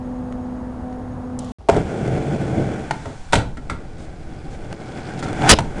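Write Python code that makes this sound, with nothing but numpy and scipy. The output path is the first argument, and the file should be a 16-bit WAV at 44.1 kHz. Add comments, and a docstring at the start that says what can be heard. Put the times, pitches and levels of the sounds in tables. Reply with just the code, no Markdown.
"""A skateboard slaps down, rolls up a backyard plywood ramp, pops, lands on the deck and creeps to the edge,
then grates over the steel coping, overloading the microphone, and rolls back down.
Blows ring modes of ramp, deck and trucks; rolling and grating are random small impacts through resonances.
Before it a camera lies by a street where a distant motor hums in sine orders over traffic noise;
that sound cuts out, and after a short silence the ramp begins."""
import sys
import numpy as np
from scipy import signal
from scipy.fft import rfft, irfft, next_fast_len
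from scipy.io import wavfile
from scipy.ndimage import map_coordinates

SR = 44100
rng = np.random.default_rng(int(sys.argv[2]) if len(sys.argv) > 2 else 0)


def unload_wav(signal):
    """Save mono or channel-first audio to the path in sys.argv[1] as 16-bit WAV at rate SR, clipped to [-1, 1]."""
    wavfile.write(
        sys.argv[1],
        SR,
        np.round(np.clip(np.atleast_2d(signal).T, -1, 1) * 32767).astype(np.int16),
    )


N = 255780

CUT_OUT_S, CUT_IN_S = 1.52, 1.585  # the street stops, the ramp starts
POP_S, LANDING_S = 2.9094, 3.3313  # the jump

# All levels in the tables are relative: spectra are scaled to rms 1 and layers get further trims.
# wheel and truck resonances: centre_hz, width_hz, level_db
WHEEL_RESONANCES = [(765, 88, 4), (1498, 194, -0.5), (2235, 430, -9), (3470, 107, -10.5)]
# the coping pipe's resonances: centre_hz, width_hz, level_db
PIPE_RESONANCES = [(2580, 270, -2.5), (3440, 1100, -2.5), (4130, 470, -2.5), (5050, 400, -5.5)]
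# colour of grit under wheels and shoes: frequency_hz, level_db (per Hz)
GRIT_SPECTRUM = [(2000, 3), (3800, 6), (5000, 3.5), (7000, 5), (9000, 1), (10500, -9.5)]
# the hollow under the ramp: frequency_hz, level_db (per Hz)
HOLLOW_SPECTRUM = [(20, -12), (48, -2.5), (90, -2.5), (135, -1), (220, -7), (400, -15), (900, -26),
                   (3000, -73)]
# the ride after landing: time_s, drive_db (speed and nearness), load_db (weight pressed into the ramp)
RIDE_DOWN = [(3.62, -56, 14.5), (4.25, -52.5, 14), (4.65, -49, 15), (5.03, -43, 10), (5.35, -39, 12.5),
             (5.43, -31.5, 10.5), (5.485, -21.5, 0), (5.53, -37, 12.5), (5.69, -47, 12.5), (5.8, -41, 13.5)]


def amp(db):
    """Decibels to gain."""
    return 10 ** (np.asarray(db) / 20)


def unit(x):
    """Scaled to rms 1."""
    return x / np.sqrt(np.mean(x ** 2) + 1e-20)


def along(points, hz):
    """(Hz, value) points read on a log frequency axis."""
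    point_hz, value = np.transpose(points)
    return np.interp(np.log(hz + 1), np.log(point_hz + 1), value)


def curves(rows):
    """One value per sample for each column after the time."""
    time_s, *columns = np.transpose(rows)
    return [np.interp(np.arange(N) / SR, time_s, column) for column in columns]


def wobble(rate):
    """A smooth random curve, rate knots a second."""
    knots = rng.standard_normal(int(N * rate / SR) + 4)
    return map_coordinates(knots, [np.arange(N) * rate / SR])


def swell(start, end, attack_s, release_s):
    """Full level from start to end; rises 60 dB in attack_s before and falls 60 dB in release_s after."""
    t = np.arange(N) / SR
    return fade(np.maximum(start - t, 0), attack_s) * fade(np.maximum(t - end, 0), release_s)


def fade(t, t60):
    """Exponential decay, 60 dB in t60 seconds."""
    return np.exp(-np.log(1000) * t / max(t60, 1e-3))


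def filtered(x, response):
    """x shaped by a response of frequency."""
    size = next_fast_len(len(x) + SR // 4)
    return irfft(rfft(x, size) * response(np.fft.rfftfreq(size, 1 / SR)), size)[:len(x)]


def coloured(x, spectrum):
    """x shaped by a (Hz, dB) spectrum, at rms 1."""
    return unit(filtered(x, lambda hz: amp(along(spectrum, hz))))


def resonant(x, modes):
    """x through parallel (Hz, width Hz, dB) resonances of alternating sign, at rms 1."""
    def response(hz):
        total = 0
        for k, (centre, width, db) in enumerate(modes):
            damping = 1j * hz * width
            total = total + (-1) ** k * amp(db) * damping / (centre * centre - hz * hz + damping)
        return total
    return unit(filtered(x, response))


def noise(spectrum, size=N):
    """Coloured noise of rms 1."""
    return coloured(rng.standard_normal(size), spectrum)


def bumps(rate, spread_db):
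    """Random little impacts of uneven size and either sign, rate a second, at rms 1."""
    hit, size = rng.random(N), rng.standard_normal((2, N))
    return unit((hit < rate / SR) * np.sign(size[0]) * amp(spread_db * np.tanh(size[1])))


def ring(modes, t, t60, tilt_db=0):
    """Modes struck together, rms about 1 at the start; a harder blow favours the upper ones."""
    hz, db = np.transpose(modes)
    size, detune, phase = rng.standard_normal((3, len(hz)))
    gain = amp(db + 2 * size + tilt_db * np.log2(hz / hz[0]))
    waves = np.sin(2 * np.pi * np.outer(hz * (1 + 0.021 * detune), t) + phase[:, None])
    decay = fade(t, t60)
    return unit(gain @ waves * decay) * np.sqrt(np.mean(decay ** 2))


def add(track, s, sound):
    """Mix a sound into the track at s seconds."""
    part = track[round(s * SR):][:len(sound)]
    part += sound[:len(part)]


def street():
    """Traffic wash, a slightly unsteady motor hum, a faint whine and the rustle of fingers on the camera."""
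    # traffic wash: frequency_hz, level_db (per Hz)
    traffic_spectrum = [(25, -15), (45, -8), (90, -6), (160, -10.5), (240, -10), (320, -17.5), (480, -20),
                        (780, -19.5), (1100, -26), (1700, -35), (2500, -46.5), (4000, -51.5),
                        (10500, -57.5)]
    # motor orders: multiple, level_db
    hum_orders = [(1, 2), (2, -10), (3, -18)]
    # the hum wavers: time_s, level_db
    hum_level = [(0, -30), (0.15, -28), (0.4, -28.5), (0.58, -34), (0.66, -31.5), (0.8, -37), (0.89, -30),
                 (1.19, -34), (1.366, -28.5), (1.5, -32)]
    hum_hz, traffic_db, whine_db, overtone_db, handling_db = 250.4, -32, -73.5, -40, -51.5

    turns = np.cumsum(hum_hz * (1 + 0.0013 * wobble(6.9))) / SR
    orders = sum(amp(db + wobble(7.25)) * np.sin(2 * np.pi * round(k) * turns) for k, db in hum_orders)
    hum = amp(curves(hum_level)[0]) * orders
    # the highest order swells briefly
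    overtone_wave = np.sin(2 * np.pi * round(hum_orders[-1][0]) * turns)
    overtone = amp(overtone_db) * swell(0.82, 0.91, attack_s=0.25, release_s=0.3) * overtone_wave
    whine = amp(whine_db) * resonant(rng.standard_normal(N), [(6640, 21, 0)])
    # fingers take hold of the camera just before the cut
    skin = [(800, -15), (2300, -6), (3200, 4), (4800, -2), (7000, -2), (10500, -14)]
    grip = amp(handling_db) * swell(1.39, CUT_OUT_S, attack_s=0.015, release_s=0.01)
    rustle = grip * coloured(bumps(2500, 3.5), skin)
    return amp(traffic_db) * noise(traffic_spectrum) + hum + overtone + whine + rustle


def yard():
    """Quiet outdoor air, with a breeze rumbling on the microphone as low noise of uneven level."""
    # outdoor air: frequency_hz, level_db (per Hz)
    air_spectrum = [(25, -11), (60, 14.5), (150, 0.5), (400, -6.5), (800, -9.5), (2000, -25.5),
                    (5000, -28.5), (10500, -40)]
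    # air on the microphone: time_s, level_db
    breeze_level = [(1.6, -56), (1.8, -47), (3.22, -37), (3.44, -28.5), (3.9, -35), (4.62, -29), (4.9, -49),
                    (5.5, -28.5), (5.8, -27.5)]
    buffet = noise([(15, 3.5), (45, -6.5), (80, -14), (160, -16), (500, -60.5)])
    breeze = amp(curves(breeze_level)[0] + 1.5 * wobble(10)) * buffet
    return amp(-41.5) * noise(air_spectrum) + breeze


def echo(x):
    """Fences and house wall scatter a short tail, treble dying first."""
    # the yard's decay: frequency_hz, t60_s
    fence_decay = [(100, 0.62), (700, 0.35), (2500, 0.28), (10000, 0.21)]
    hz, t, z = signal.stft(rng.standard_normal(SR // 2), SR, nperseg=256)
    decaying = z * amp(-60 * t / along(fence_decay, hz)[:, None])
    tail = signal.istft(decaying, SR, nperseg=256)[1]
    tail *= 1 - fade(np.arange(len(tail)) / SR, 0.053)  # reflections build up gradually
    return signal.fftconvolve(x, tail / np.linalg.norm(tail))[:len(x)]


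def ticks():
    """Dry clicks from the camera body, and grit snapping under the wheels, as short noise bursts."""
    # small sharp ticks: start_s, body_db, snap_db, snap_t60_s
    tick_list = [(0.325, -32.5, -48, 0.018), (.9275, -43, -57, .013), (1.3905, -49, -27, 0.02),
                 (1.4455, -47, -44, .032), (4.7278, -21.5, -33.5, .008), (5.287, -28, -45, .012),
                 (5.33, -25, -39, .016), (5.421, -19, -45, .012), (5.606, -24, -33, .015)]
    body_spectrum = [(200, -16), (700, 11.5), (1800, -3), (4500, -12), (10000, -27)]
    snap_spectrum = [(1500, -11), (4500, -7.5), (7000, 6), (10500, -1), (12000, -48)]
    out, t = np.zeros(N), np.arange(SR // 8) / SR
    for s, body_db, snap_db, t60 in tick_list:
        body = amp(body_db + 4.5) * noise(body_spectrum, size=len(t))
        snap = amp(snap_db - 1) * noise(snap_spectrum, size=len(t))
        add(out, s, body * fade(t, 0.0097) + snap * fade(t, t60))
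    return out


def platform():
    """On top of the ramp sand cracks under the creeping wheels and shoes scuff the grip tape."""
    # shoes shift on the grip tape: start_s, length_s, level_db
    scuffs = [(3.988, 0.064, -54.5), (4.506, .05, -54), (5.19, 0.012, -41.5), (5.228, .02, -40)]
    sand_db = -12.5  # over the drive
    sand_end_s = 5.33  # the wheels leave the sandy platform
    scuff_ramp = 1.8  # rise and fall, in lengths of the scuff

    drive_db, _ = curves(RIDE_DOWN)
    grains = coloured(bumps(110, 6.8), [(1000, -7), (3000, 4), (5100, 10), (6500, -15), (10500, -20)])
    creeping = swell(RIDE_DOWN[0][0], sand_end_s, attack_s=0.093, release_s=0.3)
    sand = amp(drive_db + sand_db) * creeping * grains
    strokes = 0
    for s, length, db in scuffs:
        strokes = strokes + amp(db) * swell(s, s + length, scuff_ramp * length, scuff_ramp * length)
    return sand + amp(-12) * echo(sand) + strokes * coloured(bumps(3000, 3), GRIT_SPECTRUM)


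def spinning():
    """From the pop on the free wheels whirr on their bearings, fading slowly, then faster after landing."""
    spin_db, ring_db, fade_db_per_s = -51, 4, 4.5
    aloft_s = np.maximum(np.arange(N) / SR - POP_S, 0)
    whirr = noise(GRIT_SPECTRUM) + amp(ring_db) * resonant(rng.standard_normal(N), WHEEL_RESONANCES)
    # the hanging wheels run on after the landing
    presence = swell(POP_S, LANDING_S, attack_s=0.02, release_s=1.7)
    return amp(spin_db - fade_db_per_s * aloft_s) * presence * whirr


def rolling(ride):
    """Bumps in the surface shake the hollow ramp, ring the wheels and crush grit, all following the drive."""
    # the ramp under the wheels: frequency_hz, level_db (per Hz)
    plywood_spectrum = [(35, -49), (60, -12.5), (136, 0.5), (231, -5), (285, -6), (322, -3), (397, -10.5),
                        (433, -6.5), (515, -13.5), (569, -11), (784, -21.5), (955, -41), (1150, -47),
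                        (1500, -67), (2530, -120)]
    rumble_db, wheel_db = -0.4, 3.5  # over the drive
    lumps_db, lumps_per_s = 0.8, 22  # uneven plywood makes the rumble surge
    cruise_db, hiss_db, hiss_growth = -39.5, -48, 0.85  # hiss at cruising drive, and its dB per dB of drive

    drive_db, load_db = curves(ride)
    # the rolling dies away when the wheels leave the ramp
    contact = swell(ride[0][0], ride[-1][0], attack_s=0.0092, release_s=0.078)
    surface = unit(bumps(1800, 2.6) + 0.82 * rng.standard_normal(N)) * amp(1.28 * wobble(35))
    rumble_level = drive_db + load_db + rumble_db + lumps_db * wobble(lumps_per_s)
    rumble = amp(rumble_level) * coloured(surface, plywood_spectrum)
    wheels = amp(drive_db + wheel_db) * resonant(surface, WHEEL_RESONANCES)
    crushed = coloured(surface + 0.64 * rng.standard_normal(N), GRIT_SPECTRUM)
    hiss = amp(hiss_db + hiss_growth * (drive_db - cruise_db)) * crushed
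    return contact * (rumble + wheels + hiss)


def strike(thud_db, clack_db, truck_db, crack_db, t60, echo_db, at_lip):
    """One blow cracks, rings the maple deck and its trucks, booms in the ramp and, at the lip, rings the coping."""
    # modes of ramp panels, deck and trucks: frequency_hz, level_db
    ramp_modes = [(48, 1), (78, -5), (131, -0.5), (176, -3.5), (208, -4), (255, 0), (318, 0.5)]
    deck_modes = [(425, -0.5), (470, -11), (565, -3.5), (675, -1.5), (775, -3.5), (895, -6)]
    truck_modes = [(1260, -8.5), (1340, 4), (1450, 1.5), (1560, -1.5), (1700, -3.5), (1920, -1.5),
                   (2080, -6), (2260, -6.5), (3100, -34), (3350, -31)]
    # the noise of contact: frequency_hz, level_db (per Hz)
    crack_spectrum = [(300, 8), (1200, 6.5), (2600, 3), (3600, -1), (5500, -4), (8000, -3.5), (10500, -17)]
    pipe_db = -2.5  # the pipe rings under the crack

    t = np.arange(SR * 3 // 4) / SR
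    panels = amp(-2.5) * ring(ramp_modes, t, 0.17)
    hollow = amp(-1.5) * noise(HOLLOW_SPECTRUM, size=len(t)) * fade(t, 0.45)
    thud = amp(thud_db) * (panels + hollow) * (1 - fade(t, 0.035))  # the heavy ramp is slow to start
    # deck tilt in dB per octave; it grows as the trucks outweigh the thud
    hardness_db = 4.6 + 1.1 * (truck_db - thud_db)
    clack = amp(clack_db + 3) * ring(deck_modes, t, t60, tilt_db=hardness_db)
    truck = amp(truck_db + 1.5) * ring(truck_modes, t, t60)
    pipe = at_lip * amp(pipe_db) * resonant(rng.standard_normal(len(t)), PIPE_RESONANCES[1:2])
    crack = amp(crack_db) * (amp(3) * noise(crack_spectrum, size=len(t)) + pipe) * fade(t, t60)
    board = (clack + truck + crack) * (1 - fade(t, 0.004))
    return thud + board + amp(echo_db) * echo(board)


def blows():
    """The board slaps down, bumps softly over the seams, then pops, lands and rocks at the lip."""
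    # blows of the board and the parts they reach:
    # start_s, ramp_thud_db, deck_clack_db, truck_ring_db, crack_db, board_t60_s, echo_db (against the board)
    blow_list = [ (1.607, -64, -42, -66, -72, 0.073, -3), (1.6867, -32, -11.5, -27, -23.5, 0.049, -4.5),
                 (1.691, -22.5, 0.5, -26, -23.5, 0.039, -18), (1.697, -23, -18, -15, -15, 0.013, -16),
                 (2.9091, -25.5, -12.5, -18.5, -23.5, 0.032, -11.5),
                 (3.056, -26.5, -27, -32, -42, .055, -5), (3.3239, -32, -47, -39, -24, 0.06, -3),
                 (3.3311, -24, -8, -8, -14, 0.035, -11), (3.338, -18.5, -9, -20, -16, 0.044, -8),
                 (3.354, -13.5, -21, -22.5, -17.5, 0.045, -6),
                 (3.571, -29.5, -40.5, -32.5, -42.5, 0.056, -8.5),
                 (3.698, -22.5, -28, -20.5, -29.5, 0.055, -7), (5.226, -24, -27, -27, -34.5, 0.062, -3.5),
                 (5.5872, -21.5, -9.5, -16.5, -19.5, 0.033, -13), ]
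    # wheels bump over plywood joints: start_s, deck_knock_db
    seams = [(1.764, -12.5), (2.01, -25), (2.076, -19), (2.176, -22.5), (2.36, -24.5)]
    thud_db, truck_db, crack_db = -2, -20, -19  # at a seam, against the deck's knock
    seam_t60_s, seam_echo_db = 0.054, -7.5

    out = np.zeros(N)
    for s, *parts_db in blow_list:
        add(out, s, strike(*parts_db, at_lip=s > seams[-1][0]))  # the lip lies past the last seam
    for s, db in seams:
        bump = strike(db + thud_db, db, db + truck_db, db + crack_db, seam_t60_s, seam_echo_db, at_lip=False)
        add(out, s, bump)
    return out


def coping():
    """The deck shudders as it tips in, grates over the steel pipe in a dense burst of slips, then thumps the ramp."""
    # the tipping deck: centre_hz, width_hz, level_db
    shudder_modes = [(763, 126, 2), (956, 88, -8)]
    # board against pipe: frequency_hz, level_db (per Hz)
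    grating_spectrum = [(40, -8), (150, 2), (400, 4), (850, 1.5), (1500, 2.5), (3000, -2.5), (6000, -1),
                        (10500, -5.5)]
    tip_s, grate_s, slam_s, slam_end_s = 5.443, 5.493, 5.521, 5.539
    shudder_db, grate_db, pressed_db, touching_db, slam_db, boom_db = -19, 1, -14.5, -34.5, -7.5, -23

    tipping = amp(shudder_db) * swell(tip_s, tip_s + 0.019, attack_s=0.14, release_s=0.25)
    # resonated twice for narrower peaks
    shudder = tipping * resonant(resonant(bumps(810, 2.7), shudder_modes), shudder_modes)
    slips = unit(bumps(4000, 3.4) + 0.96 * rng.standard_normal(N)) * amp(2.8 * wobble(350))
    grinding = amp(grate_db) * swell(grate_s, slam_s, attack_s=0.0071, release_s=0.0085)
    grate = grinding * coloured(slips, grating_spectrum)
    # the pipe rings under pressure, with a fainter, longer ring around it
    pressed = amp(pressed_db) * swell(grate_s, slam_end_s, attack_s=0.024, release_s=0.01)
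    touching = amp(touching_db) * swell(grate_s, slam_end_s + 0.035, attack_s=0.24, release_s=0.077)
    pipe = (pressed + touching) * resonant(bumps(4000, 3), PIPE_RESONANCES)
    # the board's weight falls on the ramp, which booms on
    thump = noise([(20, -23), (40, 0.5), (75, -3), (300, -6), (700, -10.5), (2000, -21), (6000, -40)])
    slam = amp(slam_db) * swell(slam_s, slam_end_s, attack_s=0.032, release_s=0.032) * thump
    booming = amp(boom_db) * swell(slam_s, slam_end_s, attack_s=0.023, release_s=0.4)
    return shudder + grate + pipe + slam + booming * noise(HOLLOW_SPECTRUM)


def scene():
    """The street, a short silence, then the ramp; ticks lie over both."""
    # the ride up to the jump: time_s, drive_db (speed and nearness), load_db (weight pressed into the ramp)
    ride_up = [(1.7, -35.5, 14), (1.765, -35, 16.5), (1.83, -41, 13), (1.98, -41.5, 16),
               (2.04, -39.5, 17.5), (2.45, -39.5, 17), (2.6, -40, 21.5), (2.86, -42.5, 11),
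               (3.14, -51.5, 11)]
    t = np.arange(N) / SR
    riding = rolling(ride_up) + spinning() + rolling(RIDE_DOWN)
    skating = yard() + riding + platform() + blows() + coping()
    return ((t < CUT_OUT_S) * street() + (t > CUT_IN_S) * skating + ticks())[None]


def record(dry):
    """The microphone overloads softly on the loudest blows; the camera's band ends steeply."""
    ceiling, top_hz = 1.05, 10720
    clipped = dry[0] / (1 + np.abs(dry[0] / ceiling) ** 6) ** (1 / 6)
    return filtered(clipped, lambda hz: 1 / np.sqrt(1 + (hz / top_hz) ** 140))[None]


dry = scene()
out = record(dry)
unload_wav(out)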